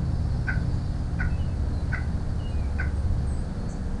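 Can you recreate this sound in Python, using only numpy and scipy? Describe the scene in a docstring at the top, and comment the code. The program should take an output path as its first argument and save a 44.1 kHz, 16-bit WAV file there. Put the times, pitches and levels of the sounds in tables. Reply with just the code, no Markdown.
"""A robin on its nest under a porch roof gives four short, low clucks.
Each cluck is a falling stack of harmonics (tones at whole multiples of the pitch).
The second harmonic rings in the bird's throat, and the porch walls echo the call.
Far off, other birds whistle, buzz and twitter over a distant engine's rumble and a soft hiss."""
import sys
import numpy as np
from scipy import signal
from scipy.fft import rfft, irfft
from scipy.io import wavfile

SR = 44100
rng = np.random.default_rng(int(sys.argv[2]) if len(sys.argv) > 2 else 0)


def master_out(mix):
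    """Clip the mix to full scale and print it as 16-bit PCM to the path in sys.argv[1]."""
    frames = np.transpose(np.atleast_2d(mix))
    ceiling = np.clip(frames, -1, 1)
    pcm = np.round(ceiling * 32767).astype(np.int16)
    wavfile.write(sys.argv[1], SR, pcm)


N = 176400  # 4 seconds

# The robin's clucks: start t/s, length t/s, opening f/Hz, main f/Hz, level/dB, closing accent level/dB
ROBIN_CLUCKS = [(0.4688, 0.039, 781, 784, -21.5, -2), (1.187, 0.0383, 830.4, 746.5, -24, 1.5),
                (1.917, 0.0378, 751, 754.6, -23, 3), (2.7822, 0.04, 835, 767.7, -23.5, 0.5)]
# How well the throat lets each frequency through: f/Hz, level/dB
THROAT_RESPONSE = [(450, -23), (680, -22), (830, -13.5), (1100, -15.5), (1340, -18), (1470, -2.5),
                   (1570, -1.5), (1650, -9.5), (1800, -11), (2030, -8), (2260, -24.5), (2470, -14.5),
                   (2750, -43), (3700, -41.5), (4600, -31.5), (6500, -47), (10000, -65)]
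# Echoes from the porch walls: delay t/s, gain (a plain multiplier)
WALL_ECHOES = [(.0047, 0.071), (0.0135, 0.51), (0.0219, 0.16), (.0325, .18), (.0400, .2)]
# Distant whistles: start t/s, length t/s, first f/Hz, middle f/Hz, last f/Hz, level/dB
FAR_WHISTLES = [(.6, 0.043, 3650, 3520, 3450, -59), (1.292, 0.089, 2620, 2586, 2585, -53),
                (1.379, .075, 3070, 2930, 2830, -53), (1.48, 0.069, 2620, 2610, 2630, -60),
                (1.716, 0.11, 4300, 4120, 3950, -56.5), (2.385, 0.047, 3135, 2905, 2880, -52),
                (2.422, 0.061, 2800, 2873, 2850, -47), (2.47, .08, 4250, 4050, 3920, -60.5),
                (2.482, .05, 8400, 8280, 8200, -62), (2.505, .11, 2490, 2470, 2440, -56),
                (2.605, .06, 2385, 2354, 2210, -53), (2.941, 0.073, 8100, 8350, 8940, -59.5),
                (3.36, 0.054, 4950, 4850, 4650, -57), (3.57, 0.22, 4230, 4420, 4580, -59.5)]
# Distant buzzes: start t/s, length t/s, first f/Hz, middle f/Hz, last f/Hz, trill depth f/Hz, level/dB
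FAR_BUZZES = [(0.73, .04, 6870, 6800, 6740, 600, -60), (3.264, 0.086, 8920, 8200, 8240, 180, -52),
              (3.325, .10, 8100, 8130, 8700, 300, -55.5), (3.685, 0.056, 6640, 6480, 6500, 500, -52),
              (3.685, 0.052, 7700, 7800, 7770, 380, -53.5)]
# The engine's tones: f/Hz, starting level/dB, final level/dB
ENGINE_TONES = [(51.9, -37.5, -40), (70.46, -31, -28), (88.15, -33, -33.5), (97.9, -40, -42.5),
                (123.46, -31.5, -39.5), (163.7, -34.5, -43.5), (190.8, -52, -41.5), (211, -51, -46),
                (235.3, -43.5, -47.5), (288, -45, -50.5), (302.7, -56, -54.5), (357.8, -56.5, -55),
                (477, -63.5, -49), (545.3, -61.5, -56), (716, -57, -65.5)]
# How the deepest engine tones swell and fade: t/s, added level/dB
ENGINE_THROB = [(0, 3), (.7, 4.5), (1.05, -2.5), (1.3, 1.5), (2.2, 1), (2.7, 0), (3.1, 5.5), (3.35, 0),
                (3.55, -12), (4, -2.5)]
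# Tone colour of the outdoor air: f/Hz, relative level/dB
AIR_SPECTRUM = [(12, -6.5), (25, 5), (55, -4.5), (100, -6), (140, -8), (190, -10.5), (250, -17),
                (340, -22.5), (500, -23.5), (750, -25), (1100, -32), (1600, -32.5), (2100, -42),
                (2700, -46.5), (3500, -47.5), (5700, -49.5), (6500, -48), (7200, -51.5), (8300, -49.5),
                (10200, -53.5), (11000, -71.5)]
# Tone colour of a far-off, high chorus: f/Hz, relative level/dB
CHORUS_SPECTRUM = [(2800, -28), (3700, -8), (4500, 0.5), (5200, -8), (6200, -23.5)]
# How that chorus rises and falls: t/s, relative level/dB
CHORUS_LOUDNESS = [(0, -57.5), (.12, -55), (.9, -55), (1.05, -57.5), (2.4, -56.5), (3.6, -58), (4, -62)]
# The tones of a faint electrical whine: f/Hz, level/dB
WHINE_TONES = [(5600, -76.5), (7400, -79), (9600, -84.5)]

SCOOP_HZ, SCOOP_S, SETTLE_S = 91.7, 0.00432, 0.0167  # a cluck slides up from below, then settles
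SAG_HZ_PER_S, DROP_FROM_S, DROP_HZ_PER_S = 940, 0.025, 10200  # a slow sag, then a steep drop
RISE_S, RELEASE_S = 0.0076, 0.007  # each cluck fades in and out
LEAD_S, LEAD_DB, SWELL_S = 0.013, -3.5, 0.0042  # a soft lead-in swells to the full voice
RING_HZ, RING_WIDTH_HZ, LEAD_MUTE_DB = 1520, 230, -13.5  # the throat's ring is muted in the lead-in
ACCENT_BEFORE_END_S, ACCENT_WIDTH_S = 0.0055, 0.0045  # a brief change of level as the pitch drops
JITTER, RASP_DB = 0.015, -14.5  # roughness: an unsteady pitch and a little noise
PORCH_DB, PORCH_RING_S, PORCH_DULL_HZ = -5, 0.29, 2100
WHISTLE_FADE_S, BUZZ_FADE_S, NOTE_WAVER, TRILL_HZ = 0.02, 0.011, 0.0077, 163
TWITTER_FROM_S, TWITTER_TO_S, TWITTER_COUNT, TWITTER_S, TWITTER_DB = 0.11, 1, 36, 0.035, -61
TWITTER_LOW_HZ, TWITTER_HIGH_HZ, TWITTER_FALL_HZ = 4150, 5470, 400
YARD_DB, YARD_RING_S = -5, 0.37
ENGINE_WANDER_HZ, ENGINE_FLUTTER_DB, DEEP_BELOW_HZ = 1.89, 2, 140
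AIR_DB, CHORUS_TRIM_DB, TREBLE_LIMIT_HZ = -30.5, -4, 11000


def cluck(length, open_hz, main_hz, db, accent_db):
    """One cluck: harmonics that arch and fall, plus a little rasp, all shaped by the throat."""
    t = np.arange(0, length, 1 / SR)
    hz = main_hz + (open_hz - main_hz) * (1 - ramp(t / SETTLE_S) ** 2)
    hz -= SCOOP_HZ * np.exp(-t / SCOOP_S)
    hz -= SAG_HZ_PER_S * (t - length / 2)
    hz -= DROP_HZ_PER_S * np.maximum(t - DROP_FROM_S, 0)
    hz = np.maximum(hz * (1 + JITTER * drift(rate_hz=260)[:len(t)]), 100)
    lead_in = 1 - ramp((t - LEAD_S) / SWELL_S)  # 1 at first, 0 at full voice
    voice = amp(RASP_DB) * noise(THROAT_RESPONSE, size=8192)[:len(t)]
    for harmonic in range(1, 12):
        tone_hz = harmonic * hz
        mute_db = LEAD_MUTE_DB * lead_in * np.exp(-((tone_hz - RING_HZ) / RING_WIDTH_HZ) ** 2)
        voice += amp(level_at(THROAT_RESPONSE, tone_hz) + mute_db) * np.sin(phase(tone_hz))
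    accent = np.exp(-((length - ACCENT_BEFORE_END_S - t) / ACCENT_WIDTH_S) ** 2)
    fade = ramp(t / RISE_S) * ramp((length - t) / RELEASE_S)
    return amp(db + LEAD_DB * lead_in + accent_db * accent) * fade * voice


def robin():
    """The clucks bounce off the walls and leave a short, dull ring in the porch."""
    calls = np.zeros(N)
    for start, *call in ROBIN_CLUCKS:
        add(calls, start, cluck(*call))
    dull = signal.sosfilt(signal.butter(2, PORCH_DULL_HZ, fs=SR, output="sos"), calls)
    out = calls + amp(PORCH_DB) * reverb(dull, PORCH_RING_S, gap_s=0.02)
    for delay, gain in WALL_ECHOES:
        add(out, delay, gain * calls)
    return out


def bird_note(length, pitches, fade_s, db, trill_depth_hz=0):
    """A clear note bends through three pitches; a trill (fast pitch wobble) can make it buzz."""
    t = np.arange(0, length, 1 / SR)
    hz = np.polyval(np.polyfit([0, 0.5, 1], pitches, 2), t / length)
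    hz *= 1 + NOTE_WAVER * drift(rate_hz=90)[:len(t)]
    trill_rate_hz = TRILL_HZ * (1 + 0.31 * drift(rate_hz=100)[:len(t)])
    hz += trill_depth_hz * np.sin(phase(trill_rate_hz))
    fade = ramp(t / fade_s) * ramp((length - t) / fade_s)
    return amp(db) * fade * np.sin(phase(hz))


def far_birds():
    """Whistles, buzzes and a run of tiny falling twitters, scattered by the yard."""
    calls = np.zeros(N)
    for start, length, *pitches, db in FAR_WHISTLES:
        add(calls, start, bird_note(length, pitches, WHISTLE_FADE_S, db))
    for start, length, *pitches, depth_hz, db in FAR_BUZZES:
        add(calls, start, bird_note(length, pitches, BUZZ_FADE_S, db, depth_hz))
    for beat in np.linspace(TWITTER_FROM_S, TWITTER_TO_S, TWITTER_COUNT):
        start = beat + rng.uniform(-0.5, 0.5) * TWITTER_S
        middle_hz = rng.uniform(TWITTER_LOW_HZ, TWITTER_HIGH_HZ)
        pitches = middle_hz + TWITTER_FALL_HZ * np.array([0.5, 0, -0.5])
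        add(calls, start, bird_note(TWITTER_S, pitches, BUZZ_FADE_S, TWITTER_DB))
    return calls + amp(YARD_DB) * reverb(calls, YARD_RING_S, gap_s=0.0061)


def engine():
    """A far engine hums with low, wavering tones; the deepest swell and fade together."""
    out, throb_db = np.zeros(N), curve(ENGINE_THROB)
    for hz, first_db, last_db in ENGINE_TONES:
        db = np.linspace(first_db, last_db, N) + ENGINE_FLUTTER_DB * drift(rate_hz=3.6)
        if hz < DEEP_BELOW_HZ:
            db += throb_db
        wavering_hz = hz + ENGINE_WANDER_HZ * drift(rate_hz=5.18)
        out += amp(db) * np.sin(phase(wavering_hz) + 2 * np.pi * rng.random())
    return out


def background():
    """The steady rush of outdoor air, a high, flickering chorus and a faint electrical whine."""
    air = amp(AIR_DB + 0.29 * drift(rate_hz=1.8)) * noise(AIR_SPECTRUM, size=N)
    chorus_db = curve(CHORUS_LOUDNESS) + CHORUS_TRIM_DB + drift(rate_hz=26)
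    chorus = amp(chorus_db) * noise(CHORUS_SPECTRUM, size=N)
    whine = sum(amp(db) * np.sin(phase(np.full(N, hz))) for hz, db in WHINE_TONES)
    return air + chorus + whine


def reverb(x, ring_s, gap_s):
    """A blur of echoes that starts after a short gap and dies away by 60 dB in ring_s."""
    t = np.arange(SR) / SR
    echoes = rng.standard_normal(SR) * np.exp(-np.log(1000) * t / ring_s) * ramp(t / gap_s - 0.5)
    return signal.fftconvolve(x, echoes / np.linalg.norm(echoes))[:N]


def amp(db):
    """Turns decibels into a multiplier."""
    return 10 ** (np.asarray(db) / 20)


def unit(x):
    """Scales a signal so its typical size (rms) is 1."""
    return x / np.sqrt(np.mean(x ** 2) + 1e-20)


def level_at(spectrum, hz):
    """Looks up the level in dB at a frequency, with octaves evenly spaced."""
    f, db = np.transpose(spectrum)
    return np.interp(np.log(hz + 1), np.log(f + 1), db)


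def curve(points):
    """Joins (time, value) points with straight lines."""
    return np.interp(np.arange(N) / SR, *np.transpose(points))


def add(mix, start_s, sound):
    """Mixes a sound in at the given time."""
    part = mix[max(round(start_s * SR), 0):][:len(sound)]
    part += sound[:len(part)]


def noise(spectrum, size):
    """Noise with the given tone colour."""
    gains = amp(level_at(spectrum, np.fft.rfftfreq(size, 1 / SR)))
    return unit(irfft(rfft(rng.standard_normal(size)) * gains, size))


def drift(rate_hz):
    """A random wobble of typical size 1, mostly slower than rate_hz."""
    damping = 1 + (np.fft.rfftfreq(N, 1 / SR) / rate_hz) ** 4
    return unit(irfft(rfft(rng.standard_normal(N)) / damping, N))


def phase(hz):
    """How far a wave has turned, in radians, as it follows a pitch."""
    return 2 * np.pi * np.cumsum(hz) / SR


def ramp(u):
    """A smooth step from 0 to 1."""
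    return np.sin(np.pi / 2 * np.clip(u, 0, 1)) ** 2


def scene():
    """Everything as heard beside the nest, in one channel."""
    return (robin() + far_birds() + engine() + background())[None]


def record(dry):
    """Cuts away the highest treble."""
    lowpass = signal.firwin(301, TREBLE_LIMIT_HZ, window=("kaiser", 9), fs=SR)
    padded = np.pad(dry[0], len(lowpass) // 2, mode="reflect")
    return signal.oaconvolve(padded, lowpass, "valid")[None]


dry = scene()
out = record(dry)
master_out(out)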